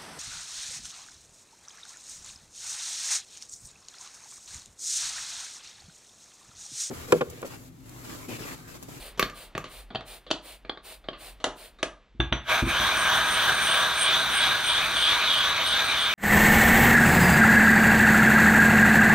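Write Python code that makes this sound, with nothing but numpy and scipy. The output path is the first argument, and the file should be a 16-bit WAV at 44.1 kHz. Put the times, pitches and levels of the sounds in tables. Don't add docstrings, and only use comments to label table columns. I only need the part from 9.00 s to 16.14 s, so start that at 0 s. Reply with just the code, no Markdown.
import sys
import numpy as np
from scipy import signal
from scipy.fft import rfft, irfft, next_fast_len
from scipy.io import wavfile
from scipy.ndimage import uniform_filter1d

SR = 44100
rng = np.random.default_rng(int(sys.argv[2]) if len(sys.argv) > 2 else 0)


def master(y):
    cut = np.clip(np.atleast_2d(y).T, -1, 1)
    pcm = np.round(cut * 32767)
    wavfile.write(sys.argv[1], SR, pcm.astype(np.int16))


N = 314874


def gain_of(db):
    return 10 ** (np.asarray(db) / 20)


def unit_rms(x):
    return x / np.sqrt(np.mean(x ** 2) + 1e-20)


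def unit_peak(x):
    return x / abs(x).max()


def curve_at(points, hz):
    f, value = np.transpose(points)
    return np.interp(np.log(hz + 1), np.log(f + 1), value)


def colour(x, points):
    size = next_fast_len(len(x) + SR // 10)
    response = gain_of(curve_at(points, np.fft.rfftfreq(size, 1 / SR)))
    return irfft(rfft(x, size) * response, size)[:len(x)]


def add(mix, s, sound):
    part = mix[round(s * SR):][:len(sound)]
    part += sound[:len(part)]


def ring(x, hz, width):
    return signal.lfilter(*signal.iirpeak(hz, hz / width, SR), x)


def glide(x, hz, width):
    carrier = np.exp(2j * np.pi * np.cumsum(hz) / SR)
    r = np.exp(-np.pi * width / SR)
    return 2 * (carrier * signal.lfilter([(1 - r) ** 2], [1, -2 * r, r * r], x / carrier)).real


def drift(n, seconds):
    span = max(round(seconds * SR), 2)
    return unit_rms(uniform_filter1d(uniform_filter1d(rng.standard_normal(n), span), span))


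LEAD_S = .004
def blow(contact_s, length_s=.3, rattle_db=-60, rattle_s=.03):
    t = np.maximum(np.arange(round(length_s * SR)) / SR - LEAD_S, 0)
    crunch = t / contact_s * np.exp(1 - t / contact_s)
    rattle = gain_of(rattle_db) * np.exp(-t / rattle_s) * np.tanh(t / 0.0058)
    return rng.standard_normal(len(t)) * (crunch + rattle)


# f/Hz, relative level/dB
HUM_SPECTRUM = [(20, -33.5), (35, -6.5), (48, 0), (62, -19.5), (85, -26.5), (200, -26.5), (600, -30),
                (1200, -33.5), (3500, -36), (5000, -46), (8000, -56.5), (12000, -100)]
# t/s, level/dB
HUM_LEVELS = [(0.0, -48.5), (0.4, -51.5), (1.24, -54), (1.8, -55.5), (2.3, -53), (2.8, -52.5),
              (3.15, -60.5)]
def building_hum():
    level_db = np.interp(np.arange(N) / SR, *np.transpose(HUM_LEVELS)) + 1.3 * drift(N, 0.15)
    return gain_of(level_db) * unit_rms(colour(rng.standard_normal(N), HUM_SPECTRUM))


# f/Hz, t60/s before t60_scale
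ROOM_DECAY = [(150, 0.37), (400, 0.2), (1000, 0.3), (3000, 0.18), (6000, 0.19), (11000, 0.2)]
def room_echoes(sound, t60_scale, start_s):
    taps = np.zeros(SR // 2)
    at = np.arange(round(start_s * SR), len(taps) - 20, 20)
    taps[at + rng.integers(0, 20, len(at))] = rng.choice([-1., 1.], len(at))
    hz, t, bands = signal.stft(taps, SR, nperseg=256)
    t60 = t60_scale * curve_at(ROOM_DECAY, hz)
    tail = signal.istft(bands * gain_of(-60 * t / t60[:, None]), SR, nperseg=256)[1]
    return signal.fftconvolve(sound, tail / np.linalg.norm(tail))[:N]


# f/Hz, width/Hz, level/dB
BENCH_MODES = [(59, 13, -3), (82, 31, -9), (138.5, 22, -5.5), (250, 46, 1), (333, 29, -3.5)]
def bench_thud():
    force = colour(abs(blow(0.0032)), [(35, -43), (70, -1.5), (400, -12.5), (1300, -37), (16000, -78)])
    return unit_peak(sum(gain_of(db) * unit_peak(ring(force, hz, w)) for hz, w, db in BENCH_MODES))


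# t/s, peak level/dB
BENCH_BLOWS = [(3.15, -43.5), (3.627, -14.5), (3.669, -20), (3.801, -26)]
def bottle_landing():
    out = np.zeros(N)
    for s, db in BENCH_BLOWS:
        add(out, s - LEAD_S, gain_of(db) * bench_thud())
    return out


# f/Hz, relative level/dB
JET_SPECTRUM = [(200, -18.5), (350, -8), (640, -1.5), (1000, -9.5), (1500, -10.5), (2700, -6.5),
                (4300, -7.5), (5900, -20), (8000, -14.5), (9400, -8), (11300, -20.5), (13200, -14.5),
                (14400, -16), (16000, -15.5)]
# full pressure t/s, level/dB, build-up/s
PULLS = [(0.05, -45, 0.079), (0.41, -47, 0.073), (0.77, -48.5, .09), (1.12, -46, 0.066),
         (1.501, -47, 0.078), (1.899, -45.5, 0.067), (2.26, -46, 0.079), (2.63, -48.5, 0.074)]
def spray():
    build_db, sag_db, sag_s = 20, 35, 0.097
    out = np.zeros(N)
    for s, db, build_s in PULLS:
        start = max(s - .16, 0)
        t = np.arange(start - s, .17, 1 / SR)
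        mist = unit_rms(colour(rng.standard_normal(len(t)), JET_SPECTRUM))
        flutter_db = 0.71 * drift(len(t), 0.0042)
        lost_db = np.where(t < 0, build_db * (abs(t) / build_s) ** 4.3, sag_db * (abs(t) / sag_s) ** 3.03)
        add(out, start, mist * gain_of(db + flutter_db - lost_db))
    return out


# f/Hz, width/Hz, level/dB
BOTTLE_MODES = [(110, 200, -11), (189, 220, 6.5), (360, 160, 1), (500, 260, 1.5), (600, 73, -1),
                (1150, 95, 5.5), (1550, 250, -3), (1940, 290, -6)]
# t/s, gain/dB
BELLY_GAINS = [(.2, -12), (1.1, -7.5), (2.6, -6)]
# f/Hz, gain/dB
LEVER_SPECTRUM = [(800, -16), (1800, -10.5), (4500, 1.5), (5500, -26.5), (9000, -41), (16000, -92)]
SNAP_SPECTRUM = [(4000, -25), (5600, 0), (6800, -5), (8500, -12), (10800, -17), (12000, -60)]
AIR_SPECTRUM = [(9500, -50), (10800, -2), (13000, 0), (16000, -6)]
LEVER_HITS = [(0.175, -40, 3120, -1.5, -23, -3, -15, 6), (0.1947, -15, 1870, -14.5, -6, -6, -5, -13.5),
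              (0.2258, -16, 3110, -11, -5, -12, -33, -25), (0.2982, -39, 2000, -11, -6, -4, -34, -15),
              (0.5509, -30, 2470, -2, -9, -14, -35, -10), (0.578, -28.5, 2630, 1, -1, -5.5, -10, -19),
              (0.6411, -33, 2880, -27, -5, -12.5, -44, -7), (0.904, -43, 3320, 2, -29, -33, -64, -5),
              (0.9481, -27, 2720, -10, -13, -23, -72, -14), (0.9559, -21, 3180, -21, -30, -47, -80, -29),
              (1.0075, -37, 3380, -10, -7, -19, -51, -13), (1.265, -41, 3260, -17, -13, -24, -49, -3),
              (1.3041, -25.5, 2520, -37, -16, -16, -46, -14),
              (1.3116, -14.5, 3110, -45, -21, -10, -52, -20.5),
              (1.6487, -44, 1800, -0.5, -10, -40, -67, -11.5),
              (1.695, -20.5, 3270, -38, -20, -35, -78, -39), (1.773, -38, 3760, -23, -8, -46, -67, -15),
              (2.041, -48, 3620, -19, -7, -45, -60, -6.5), (2.0856, -22.5, 3120, -36, -13, -33, -82, -28),
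              (2.1305, -37, 2750, -25, -5.5, -40, -64, -6.5),
              (2.401, -44.5, 3070, -27, -11, -12, -38, -0.5), (2.4415, -14.5, 2950, -49, -18, -6, -48, -16),
              (2.7868, -48, 3700, -24, -5.5, -12, -60, -1),
              (2.8288, -16.5, 2630, -44, -10.5, -7, -65, -23.5)]
def trigger_clacks():
    borders_hz = [250, 900]
    out = np.zeros(N)
    for s, db, hz, liquid_db, neck_db, snap_db, air_db, rattle_db in LEVER_HITS:
        force = blow(0.0014, rattle_db=rattle_db, rattle_s=0.034)
        lever = unit_peak(ring(force, hz, width=600)) + 0.39 * unit_peak(force)
        lever = unit_peak(colour(lever, LEVER_SPECTRUM))
        belly_db = np.interp(s, *np.transpose(BELLY_GAINS))
        part = gain_of([liquid_db, belly_db, neck_db])
        knock = sum(gain_of(mode_db) * part[np.searchsorted(borders_hz, f)] * unit_peak(ring(force, f, w))
                    for f, w, mode_db in BOTTLE_MODES)
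        knock = colour(knock, [(2500, -0.5), (6000, -69), (16000, -79)])
        snap = gain_of(snap_db) * unit_peak(colour(force, SNAP_SPECTRUM))
        air = gain_of(air_db) * unit_peak(colour(force, AIR_SPECTRUM))
        add(out, s - LEAD_S, gain_of(db) * (lever + knock + snap + air))
    return out


# f/Hz, base width/Hz, rubbed level/dB, struck level/dB
PLATE_MODES = [(643, 110, -13, -22), (778, 68, -13, -30), (954, 84, -10.5, -27), (1150, 117, -7.5, 1),
               (1262, 73, -8, -6), (1505, 55, -12.5, -18), (1507, 40, -4.5, -21), (1593, 65, -3.5, -9),
               (1653, 86, -11, 1.5), (2250, 300, -10, -16), (2380, 108, -4.5, -16), (2504, 73, -9.5, -23),
               (3074, 214, -8, -21), (3390, 200, -12, -23), (3522, 185, -10, 12.5), (3530, 280, -14, -4),
               (3700, 244, -9.5, -18), (4210, 300, -18.5, -35), (5755, 98, -18.5, -17),
               (6065, 130, -19, -4.5), (6080, 140, -24.5, -39), (8800, 293, 1.5, -20),
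               (12380, 380, -30, -65), (12920, 110, -24.5, -64), (15580, 280, -28.5, -84)]
def struck_plate(force, high_db):
    free_damping = .14
    return unit_peak(sum(
        gain_of(db + high_db * (hz > 5000)) * unit_peak(ring(ring(force, hz, free_damping * w), hz, 5.7 * w))
        for hz, w, _, db in PLATE_MODES))


STONE_HITS = [(3.201, -11.5, -6.5, -8, -3.5), (3.324, -9, -19, 9.5, -8.5)]
def stone_taps():
    crack_spectrum = [(100, -27), (600, -0.5), (3800, -1.5), (4800, -25.0), (7000, -56), (16000, -110)]
    out = np.zeros(N)
    for s, db, ring_db, high_db, thud_db in STONE_HITS:
        force = blow(0.0018, rattle_db=-14.5, rattle_s=0.045)
        crack = unit_peak(colour(force, crack_spectrum))
        plate = gain_of(ring_db) * struck_plate(force, high_db)
        add(out, s - LEAD_S, gain_of(db) * (crack + plate + gain_of(thud_db) * bench_thud()))
    return out


def grit(n):
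    size = gain_of(4.9 * np.minimum(rng.exponential(1, n), 3.0)) * rng.choice([-1., 1.], n)
    return unit_rms(size * (rng.random(n) < 12000 / SR))


FULL_SPEED_S, FALTER_S = 3.5, 3.645
def sway(t, turn, swing, at, creep, swing_twice, at_twice):
    place = turn - creep * (t - FULL_SPEED_S)
    return swing * np.cos(2 * np.pi * (place - at)) + swing_twice * np.cos(4 * np.pi * (place - at_twice))


# f/Hz, gain/dB
RASP_SPECTRUM = [(25, -44.5), (60, -15), (130, -20), (300, -22), (600, -21), (1500, -9), (2700, -22),
                 (3900, -18), (4700, -36), (6400, -26.5), (6900, -36), (10500, -37), (13300, -43),
                 (14200, -59), (16000, -64)]
# start t/s, pressure level/dB,
# low, middle and high mode gains/dB, crest of the middle modes/turns
STONE_CIRCLES = [(3.36, -2.5, 2, -12.5, -30, 0.37), (3.659, -7.5, -3, -5, -26, 0.52),
                 (3.97, -4.5, -6, -6, -22.5, 0.64), (4.28, -5.5, -8.5, -4.5, -21, 0.41),
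                 (4.62, -5.5, -8, -3, -17.5, 0.34), (4.96, -9, -3.5, -0.5, -17, 0.41),
                 (5.3, -8, -2, 0, -17, 0.43), (5.62, -9, -4, 0, -17, .42),
                 (5.95, -10, -1.5, 3, -15.5, 0.29), (6.29, -9.5, -0.5, 4, -22, 0.25),
                 (6.618, -9, -3.5, 0.5, -24, 0.26), (6.94, -9, -2.5, 2, -20, 0.32),
                 (7.27, -13.5, 7, -1.5, -26, 0.42)]
def stone_scrub():
    starts, *columns = np.transpose(STONE_CIRCLES)
    t = np.arange(starts[0], N / SR, 1 / SR)
    n = len(t)
    turn = np.interp(t, starts, np.arange(len(starts)))
    press_db, low_db, middle_db, high_db, crest = (np.interp(t, starts, c) for c in columns)
    press_db -= 547 * np.maximum(FULL_SPEED_S - t, 0)
    press_db -= 11.5 * np.exp(-((t - FALTER_S) / 0.032) ** 2)

    base_db = sway(t, turn, 1.8, 0.49, 0.023, 0.26, 0.225)
    low_db += sway(t, turn, 3, -0.05, 0.25, 1.8, .12)
    rasp_db = 0.26 * middle_db + sway(t, turn, 0.98, 0.66, -0.027, 1.24, 0.108)
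    middle_db += sway(t, turn - crest, 3, 0, 0, 0.3, .2)
    high_db += sway(t, turn, 4, 0.14, 0.05, 3, .09)
    family = gain_of([base_db, low_db, middle_db, rasp_db, high_db, rasp_db])
    borders_hz = [1950, 2750, 5000, 7000, 10000]

    patches = grit(n), grit(n)
    stone_hz = 3320 + 86 * (t - FULL_SPEED_S) + sway(t, turn, 320, .76, 0, 50, 0.32)
    stone = glide(glide(grit(n), stone_hz, width=960), stone_hz, width=1000)
    sound = gain_of(rasp_db) * colour(grit(n), RASP_SPECTRUM)
    sound += gain_of(middle_db - 7.5 + 1.7 * drift(n, 0.033)) * stone
    for i, (hz, w, db, _) in enumerate(PLATE_MODES):
        swell = gain_of(db + 2.1 * drift(n, 0.05)) * family[np.searchsorted(borders_hz, hz)]
        sound += swell * ring(ring(patches[i % 2], hz, 0.84 * w), hz, 5.1 * w)
    out = np.zeros(N)
    add(out, starts[0], gain_of(press_db + 0.56 * drift(n, 0.0092)) * sound)
    return out


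# f/Hz, gain/dB
SIDE_SPECTRUM = [(60, -20), (110, -27), (200, -28), (380, -23.5), (700, -22), (1290, -15.5), (2380, -7.5),
                 (4400, -0.5), (8120, 2.5), (15000, 0)]
def scene():
    hits = trigger_clacks() + stone_taps() + bottle_landing()
    mist, rubbing = spray(), stone_scrub()
    into_room = gain_of(-8.5) * (hits + rubbing) + gain_of(-11.5) * mist
    room = room_echoes(into_room, t60_scale=1.225, start_s=.006)
    mid = hits + mist + rubbing + room + building_hum()
    sideways = room_echoes(hits, t60_scale=.5, start_s=.002) + spray() + stone_scrub()
    lagging = signal.hilbert(mid, next_fast_len(N))[:N].imag
    lagging = colour(lagging, [(1500, 3.0), (4000, -7.5), (12000, -7.5)])
    side = colour(.55 * sideways + 0.86 * lagging, SIDE_SPECTRUM)
    return np.array([mid + side, mid - side])


def record(dry):
    edge_hz = 15650
    lowpass = signal.firwin(511, edge_hz, window=("kaiser", 9), fs=SR)
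    return signal.oaconvolve(dry, lowpass[None], "same")


dry = scene()
out = record(dry)
master(out)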